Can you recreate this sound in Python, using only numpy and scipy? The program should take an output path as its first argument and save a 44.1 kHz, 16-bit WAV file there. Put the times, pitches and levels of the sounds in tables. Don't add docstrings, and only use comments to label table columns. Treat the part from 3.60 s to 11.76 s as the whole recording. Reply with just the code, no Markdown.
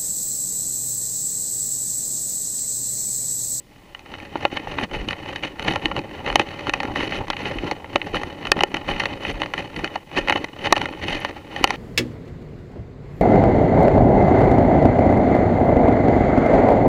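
import sys
import numpy as np
from scipy import signal
from scipy.fft import rfft, irfft, next_fast_len
from scipy.io import wavfile
from scipy.ndimage import uniform_filter1d

SR = 44100
rng = np.random.default_rng(int(sys.argv[2]) if len(sys.argv) > 2 else 0)


def attenuation_scalar(level_db):
    decades = np.asarray(level_db, float) / 20
    return 10 ** decades


def to_wav(s):
    ch = np.atleast_2d(s).T
    pcm = np.round(np.clip(ch, -1, 1) * 32767)
    wavfile.write(sys.argv[1], SR, pcm.astype(np.int16))


N = 359856

# frequency in Hz, width in Hz, level in dB.
WALL_MODES = [(304, 45, -5), (569.3, 58, 1), (825, 98, 5), (1384, 36, -7), (1823, 38, -3.5),
              (1992, 255, -4.5), (2526, 100, -5), (2969, 85, -2.5), (3790, 300, -12), (4350, 79, -23),
              (5030, 190, -18), (5850, 360, -16), (6330, 140, -16), (7200, 200, -23), (9100, 830, -19.5),
              (11050, 960, -22.5)]
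# frequency in Hz, level in dB.
WALL_FLOOR = [(60, -15.5), (150, -9), (450, -11), (1100, -4.5), (1600, -21), (3100, -8.5), (3350, -34),
              (4400, -8.5), (4800, -24), (7000, -25.5), (7600, -49), (11300, -13), (12200, -73),
              (16000, -83)]
REGION_EDGES_HZ = (450, 1500, 3300, 7000)

# start in seconds, clack peak in dB, knock peak in dB against the clack,
# tick peak in dB against the clack, fall to 1/e in ms.
KNOCKS = [(0.3474, -21.5, -13.5, -15, 1.7), (0.3923, -32, -9, -6, 2.2), (0.4594, -35.5, -4, -10, 1.8),
          (0.5387, -22.5, -9, -17, 2.7), (0.6005, -26, -14, -16, 1.3), (0.7555, -22, 9, -22, 5.4),
          (0.851, -4.5, 0.5, -19, 2.8), (0.97, -12.5, -8, -13, 4), (1.0713, -26, 5.5, -19, 1.7),
          (1.1198, -24.5, -7, -10, 1.6), (1.1847, -13, -1, -24, 2.9), (1.2121, -20.5, 0, -16, 2.2),
          (1.2346, -18.5, -9, -22, 1.2), (1.3118, -34, 2, -12, 2.2), (1.3484, -24, -18, -22, 2.2),
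          (1.4851, -14.5, -11, -9.5, 1.9), (1.5075, -12, -17, -14, 1.7), (1.5291, -17, -8, -19, 1.9),
          (1.7578, -16.5, -10, -11, 3.4), (1.8332, -11, -11, -19, 5.4), (1.9946, -15.5, -6, -11, 0.73),
          (2.0248, -23, -7, -4, 2), (2.0462, -30, -10, 2, 2.2), (2.0819, -9, -6, -16, 1.7),
          (2.1108, -16, -0.5, -12, 2.2), (2.1354, -23, 1, -8, 1.8), (2.1581, -12.5, 0, -8, 1.8),
          (2.2561, -3.5, -13, -13.5, 2.4), (2.3134, -18.5, 1, -25, 3.8), (2.364, -15.5, 0.5, -12, 1.9),
          (2.39, -18.5, -8, -8, 2.2), (2.6617, -15, -14, -16, 2.4), (2.6752, -17, -2, -26, 2.8),
          (2.7002, -13, -3, -23, 1.8), (2.7266, -16.5, -9, -13, 1.2), (2.7566, 0, 0.5, -6, 1.8),
          (2.795, -6.5, -0.5, -12, 2.4), (2.8145, -17, -9, -20, 2.2), (2.9908, -22.5, -11, -12, 2.2),
          (3.0689, -18, 2, -13, 2.9), (3.0937, -8.5, -8, -10.5, 4), (3.1357, -7.5, -6.5, -11.5, 3.1),
          (3.2017, -12, -6, -14.5, 3.7), (3.2306, -17.5, -1, -12, 3.6), (3.252, -19, -3, -16, 2.2),
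          (3.3578, -15, 0.5, -15, 2.4), (3.4066, -14, -5.5, -27, 1.8), (3.5224, -13.5, -6.5, -26, 2.2),
          (3.681, -27, 3, -5, 3.5), (3.701, -12.5, 0, -8.5, 3.5), (3.73, -21, -4, -24, 2.9),
          (3.7664, -19.5, -15, -13, 1.9), (3.8548, -17, -22, -26, 2.4), (3.9851, -17.5, -24, -18, 2.2),
          (4.1115, -13.5, -3.5, -7.5, 4.5), (4.2423, -26.5, 1, -20, 2.4), (4.3577, -3.5, 0, -14.5, 2.5),
          (4.4156, -11.5, -17, -25, 2.2), (4.5438, -17.5, 2.5, -10, 2.5), (4.568, -12.5, -14, -26, 1.3),
          (4.633, -18.5, 0.5, -9.5, 2.2), (4.8276, -28, -4, -25, 2.2), (4.8519, -17, -5, -13, 2.2),
          (4.8693, -17.5, -5, -7.5, 2.8), (4.9171, 7, -8.5, -8, 0.97), (4.966, -22, 4, -19, 3.7),
          (4.9898, -15.5, -8, -13, 2.5), (5.0064, -6.5, -2.5, -15, 2.2), (5.0346, 4.5, -4, -15, 0.88),
          (5.1427, -11, -7.5, -9.5, 2.4), (5.1673, -16.5, -3.5, -11.5, 2.2), (5.2874, -14.5, -0.5, -24, 4),
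          (5.3363, -18.5, -14, -26, 1.3), (5.3971, -9.5, -9, -13, 6.6), (5.435, -18.5, -2, -11, 2),
          (5.4551, -8.5, -10, -13, 3.5), (5.65, -13, -5.5, -27, 2), (5.8175, -8, -4, -15, 1.6),
          (5.8328, -15.5, -9, -16, 3.5), (5.8591, -19.5, -1, -14, 2.8), (5.9366, -11.5, -6, -15, 1.6),
          (5.9779, -13, -13, -19, 2.1), (6.1623, -19.5, -17, -10.5, 3.9), (6.2437, -12, -6.5, -8, 1.4),
          (6.2753, -19, -16, -18, 2), (6.356, -20.5, 6, -7.5, 2.9), (6.5142, -28, -2, -14, 1.6),
          (6.573, -10, -8, -21, 0.82), (6.6733, -17, -2, -17, 2.6), (6.6839, -7.5, -7, -12, 2.2),
          (6.6967, -3.5, -4, -12, 2), (6.7048, -9, -0.5, -21, 2.2), (6.7235, -6.5, -5, -17, 3.1),
          (6.757, -12.5, 1, -19, 2.6), (6.843, -16.5, -2, -6, 2.9), (7.0447, -18, -9, -17, 2.4),
          (7.0575, -15, -1.5, -11, 2.5), (7.0689, -13, -4, -14, 2.2), (7.1247, 3, 2.5, -2.5, 2),
          (7.1556, -16, -9, -14, 2.6), (7.163, -10, -6, -13, 4.5), (7.178, -18.5, -1, -8, 2.2),
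          (7.2145, -13, -3, -12, 1.5), (7.256, -14, -7, -15, 2.2), (7.335, -28, -2, -26, 1.8),
          (7.4819, -15.5, -6, -9, 3.4), (7.648, -9.5, -3.5, -12, 5.3), (7.9618, -16.5, -4, -14, 4),
          (8.0408, 3, 0.5, -5, 2.8), (8.074, -14, -5, -7, 3.3), (8.105, -11.5, 2, -2, 2.6)]
KNOCK_RISE_MS, KNOCK_PEAK_MS = 0.73, 0.85

# time in seconds (onset is 4 ms earlier),
# level in dB ahead of the envelope.
THUDS = [(0.76, -12.5), (0.854, -13), (0.932, -14.5), (0.974, -26), (1.188, -31), (1.483, -17.5),
         (1.84, -33), (2.262, -12.5), (2.401, -26), (2.759, -10), (2.804, -8.5), (3.092, -13.5),
         (3.253, -15.5), (3.395, -17), (3.599, -28), (3.705, -19), (3.962, -17), (4.039, -12.5),
         (4.36, -9.5), (4.543, -12.5), (4.922, -4), (4.968, -13), (5.039, -3), (5.145, -16), (5.301, -23),
         (5.707, -20), (6.182, -19), (6.241, -16), (6.708, -11), (6.758, -13), (6.844, -17), (7.128, -3.5),
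         (7.315, -20), (8.015, -12.5), (8.046, -6.5)]
THUD_HZ_AT_MINUS_17_DB, THUD_HZ_PER_DB, THUD_SPREAD_HZ = 304, 4.5, 10
THUD_RISE_S, THUD_FALL_S = 0.00043, 0.0042

# top in seconds, rustle in dB, low body in dB,
# rustle rise over 20 dB in ms, rustle fall over 20 dB in ms.
SCUFFS = [(0.541, -44, -41, 140, 900), (0.848, -33.5, -32, 90, 37), (0.925, -37, -36.5, 25, 201),
          (1.08, -37.5, -37, 12, 200), (1.239, -31, -28.5, 198, 16), (1.344, -30.5, -30, 45, 189),
          (1.512, -32, -32, 66, 41), (1.693, -36, -34, 204, 292), (1.844, -30.5, -33, 35, 68),
          (2.102, -28, -26, 134, 140), (2.257, -31.5, -30, 67, 53), (2.377, -35.5, -29, 127, 82),
          (2.563, -39.5, -35, 177, 104), (2.681, -30.5, -26.5, 53, 123), (2.803, -33, -31.5, 135, 59),
          (2.87, -38.5, -36, 25, 400), (3.082, -33, -32, 60, 23), (3.153, -41.5, -36, 53, 340),
          (3.3, -59, -30.5, 100, 104), (3.365, -27.5, -28.5, 18, 300), (3.485, -30.5, -32.5, 294, 16),
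          (3.584, -25, -28.5, 106, 11), (3.615, -45, -28.5, 52, 44), (3.751, -50, -43, 102, 400),
          (3.896, -33.5, -31, 310, 231), (4.045, -38, -32.5, 21, 196), (4.08, -33, -32.5, 96, 15),
          (4.122, -37, -31, 20, 20), (4.355, -39, -34, 148, 121), (4.462, -29, -28, 42, 53),
          (4.557, -27, -28, 41, 59), (4.62, -37.5, -33, 50, 302), (4.893, -33, -31.5, 113, 9),
          (5.015, -33, -27, 143, 45), (5.156, -41, -36, 246, 148), (5.301, -26.5, -26, 48, 55),
          (5.405, -35, -31, 193, 300), (5.512, -42, -38, 300, 393), (5.699, -23, -28, 91, 37),
          (5.834, -34.5, -31.5, 97, 84), (5.991, -35.5, -34, 105, 147), (6.169, -32.5, -31, 85, 103),
          (6.251, -34, -31.5, 93, 63), (6.357, -38.5, -35.5, 81, 46), (6.584, -24.5, -25.5, 70, 43),
          (6.702, -31, -30.5, 95, 234), (7.062, -25, -26.5, 71, 50), (7.176, -32.5, -29.5, 154, 227),
          (7.425, -30, -33.5, 15, 383), (7.505, -35.5, -35, 294, 15), (7.554, -26, -32.5, 57, 3),
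          (7.612, -37.5, -35.5, 19, 150), (7.7, -51, -40, 102, 293), (7.982, -36, -34, 149, 1000)]
# time in seconds, level in dB.
BED = [(0, -59), (0.43, -57.5), (0.6, -57), (4, -67.5), (8.16, -51.5)]
BED_BODY_OVER_RUSTLE_DB = 4.5
BODY_DB_PER_RUSTLE_DB = 0.76
HISS_DB_AT_MINUS_33_DB, HISS_DB_PER_RUSTLE_DB = -46.5, 0.99

# middle of the swing in seconds, peak in dB.
LANDINGS = [(1.099, -36), (1.364, -29.5), (1.413, -25), (2.288, -31.5), (2.674, -40), (2.727, -26),
            (3.125, -38), (3.592, -33), (3.707, -33.5), (3.989, -27), (4.555, -33), (4.905, -32.5),
            (5.022, -38), (5.28, -34.5), (5.333, -29.5), (5.752, -26.5), (6.207, -35.5), (6.632, -32),
            (7.126, -37.5), (7.545, -31), (8.042, -31)]
LANDING_HZ, LANDING_SPREAD_HZ = 35.3, 9.9
# frequency in Hz, relative level in dB per Hz.
RUMBLE_SPECTRUM = [(11, -30), (18, -14.5), (87, 10.5), (200, -4), (260, -31), (440, -120)]

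# frequency in Hz, relative level in dB per Hz.
AIR_SPECTRUM = [(15, -32), (25, 11), (199, -1), (418, -10), (622, -19), (903, -19), (1120, -9), (1270, -37),
                (2060, -12), (2750, -22), (3230, -16), (14300, -28.5)]
AIR_RMS_DB = -54
WHINE_BASE_HZ, WHINE_PEAK_DB, WHINE_CYCLES_PER_S = 15003, -71, 14.985


def evened(x):
    return x / np.sqrt(np.mean(x ** 2) + 1e-20)


def read(points, hz):
    point_hz, db = np.transpose(points)
    return np.interp(np.log(hz + 1), np.log(point_hz + 1), db)


def coloured(points):
    size = next_fast_len(N)
    gain = attenuation_scalar(read(points, np.fft.rfftfreq(size, 1 / SR)))
    spectrum = rfft(rng.standard_normal(size)) * gain
    return evened(irfft(spectrum, size)[:N])


def drift(seconds):
    size = max(round(seconds * SR), 2)
    once = uniform_filter1d(rng.standard_normal(N), size)
    return evened(uniform_filter1d(once, size))


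def add(mix, start_s, sound):
    part = mix[round(start_s * SR):][:len(sound)]
    part += sound[:len(part)]


def wall_rings(size=8192):
    hz = np.fft.rfftfreq(size, 1 / SR) + 1
    modes = sum(attenuation_scalar(2 * db) / (1 + (2 * (hz - mode_hz) / width_hz) ** 2) ** 1.125
                for mode_hz, width_hz, db in WALL_MODES)
    power = attenuation_scalar(2 * read(WALL_FLOOR, hz)) + modes
    above = [1 / (1 + (edge_hz / hz) ** 12) for edge_hz in REGION_EDGES_HZ]
    above = [np.ones(len(hz))] + above + [np.zeros(len(hz))]
    rings = []
    for low, high in zip(above, above[1:]):
        cepstrum = irfft(np.log(power * (low - high) + 1e-12) / 2)
        cepstrum[1:size // 2] *= 2
        cepstrum[size // 2 + 1:] = 0
        ring = irfft(np.exp(rfft(cepstrum)))[:size // 2]
        rings.append(ring / np.linalg.norm(ring))
    return rings


def knocks(rings):
    out, lead_s = np.zeros(N), 0.02
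    ms = (np.arange(2048) / SR - lead_s) * 1000
    rags, crumbs = rng.standard_normal((len(KNOCKS), len(ms), 2)).transpose(2, 0, 1)
    rags = rags * attenuation_scalar(4.1 * evened(uniform_filter1d(crumbs, 40, axis=1)))
    late_ms = ms - KNOCK_PEAK_MS
    swell = np.exp(-(late_ms / KNOCK_RISE_MS) ** 2)
    for (start_s, clack_db, knock_db, tick_db, fall_ms), rag in zip(KNOCKS, rags):
        shape = np.where(late_ms < 0, swell, np.exp(-abs(late_ms) / max(fall_ms, 0.1)))
        push = rag * shape
        hard_push = rag * shape ** 1.5
        knock, clack = (signal.fftconvolve(push, ring) for ring in rings[1:3])
        tick, top = (signal.fftconvolve(hard_push, ring) for ring in rings[3:])
        bright = tick + attenuation_scalar(0.25 * tick_db - 18.5) * top
        for part, db in ((knock, knock_db), (clack, 0), (bright, tick_db)):
            peak = abs(signal.hilbert(part)).max()
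            add(out, start_s - lead_s, attenuation_scalar(clack_db + db) * part / peak)
    return out


def thuds():
    out, t = np.zeros(N), np.arange(2048) / SR
    shape = (1 - np.exp(-t / THUD_RISE_S)) * np.exp(-t / THUD_FALL_S)
    for (time_s, db), (phase_cycles, chance) in zip(THUDS, rng.random((len(THUDS), 2))):
        hz = THUD_HZ_AT_MINUS_17_DB + THUD_HZ_PER_DB * (db + 17)
        hz = hz + THUD_SPREAD_HZ * (2 * chance - 1)
        add(out, time_s - 0.004, attenuation_scalar(db) * shape * np.sin(2 * np.pi * (hz * t + phase_cycles)))
    return out


def drag():
    t = np.arange(0, N + 64, 64) / SR
    top_s, top_db, body_top_db, rise_ms, fall_ms = np.transpose(SCUFFS)[:, :, None]
    away_ms = 1000 * (t - top_s)
    bed_db = np.interp(t, *np.transpose(BED))
    rising = -away_ms / np.maximum(rise_ms, 10)
    falling = away_ms / np.maximum(fall_ms, 10)
    down_db = 20 * np.where(away_ms < 0, rising, falling)

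    def total_db(scuffs_db, under_db):
        power = attenuation_scalar(2 * scuffs_db).sum(0) + attenuation_scalar(2 * under_db)
        return np.interp(np.arange(N) / SR, t, 10 * np.log10(power))

    rustle_db = total_db(top_db - down_db, bed_db)
    body_db = total_db(body_top_db - BODY_DB_PER_RUSTLE_DB * down_db, bed_db + BED_BODY_OVER_RUSTLE_DB)
    hiss_db = HISS_DB_AT_MINUS_33_DB + HISS_DB_PER_RUSTLE_DB * (rustle_db + 33)
    return rustle_db, body_db, hiss_db


def rustle(rings):
    rustle_db, body_db, hiss_db = drag()
    clumps = attenuation_scalar(4.5 * drift(0.006))
    snap_size = attenuation_scalar(2.85 * np.minimum(rng.exponential(1, N), 3))
    snaps = (rng.random(N) < 700 / SR * clumps) * snap_size
    fray = np.exp(-np.arange(300) / (0.0025 * SR))
    crumbs = signal.oaconvolve(snaps, fray)[:N]
    shared, own = rng.standard_normal((2, N))
    scrape = evened(attenuation_scalar(5.0 * drift(0.029)) * own)
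    drive = evened(crumbs * shared) + 0.71 * scrape
    lumps = 0.68 * drive + evened(attenuation_scalar(2.8 * drift(0.011)) * rng.standard_normal(N))
    fizz = 0.39 * drive + evened(attenuation_scalar(7.9 * drift(0.0018)) * rng.standard_normal(N))
    layers = ((lumps, body_db), (drive, body_db - 4.5), (drive, rustle_db),
              (drive, hiss_db), (fizz, hiss_db - 16.0))
    return sum(signal.oaconvolve(attenuation_scalar(db) * evened(x), ring)[:N]
               for (x, db), ring in zip(layers, rings))


def jolts():
    body_db = drag()[1]
    out = attenuation_scalar(body_db - 9.0 + 2.0 * drift(0.018)) * coloured(RUMBLE_SPECTRUM)
    t, lead_s = np.arange(-4096, 4096) / SR, 4096 / SR
    for (middle_s, db), chance in zip(LANDINGS, rng.uniform(-1, 1, len(LANDINGS))):
        hz = LANDING_HZ + LANDING_SPREAD_HZ * chance
        swing = np.exp(-(t * hz / 1.1) ** 2) * np.cos(2 * np.pi * hz * t)
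        add(out, middle_s - lead_s, -attenuation_scalar(db) * swing)
    return out


def background():
    cycle = np.arange(N) / SR * WHINE_CYCLES_PER_S
    gain = np.interp(cycle % 1, (0, .12, .15, .25, .28, .68, .72, .88, .92, 1),
                     (1, 1, .2, .2, 1, 1, .3, .3, 1, 1))
    offsets_hz = rng.choice([-50., -25., 0., 20., 45., 80., 160., 250.], round(2 * cycle[-1]) + 2)
    hz = WHINE_BASE_HZ + offsets_hz[(2 * cycle + 0.5).astype(int)]
    whine = gain * np.sin(2 * np.pi * np.cumsum(hz) / SR)
    return attenuation_scalar(AIR_RMS_DB) * coloured(AIR_SPECTRUM) + attenuation_scalar(WHINE_PEAK_DB) * whine


def scene():
    rings = wall_rings()
    return (knocks(rings) + thuds() + rustle(rings) + jolts() + background())[None]


def low_pass(x):
    return signal.sosfilt(signal.butter(12, 15990, fs=SR, output="sos"), x)


def record(dry):
    peak_db = 20 * np.log10(abs(dry[0]) + 1e-9)
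    release_db = np.arange(N) * 370.0 / SR
    tracked_db = np.maximum.accumulate(peak_db + release_db) - release_db
    over_db = np.maximum(tracked_db + 7, 0)
    late_db = signal.lfilter([0.01], [1, -0.99], over_db)
    held = dry / attenuation_scalar(0.48 * late_db)
    knee = 1.042 * held / (1 + abs(held) ** 4) ** 0.25
    lowpass = signal.firwin(801, 15330, window=("kaiser", 8), fs=SR)
    limited = signal.oaconvolve(knee, lowpass[None], "same")
    return low_pass(np.clip(limited, -1, 1))


dry = scene()
out = record(dry)
to_wav(out)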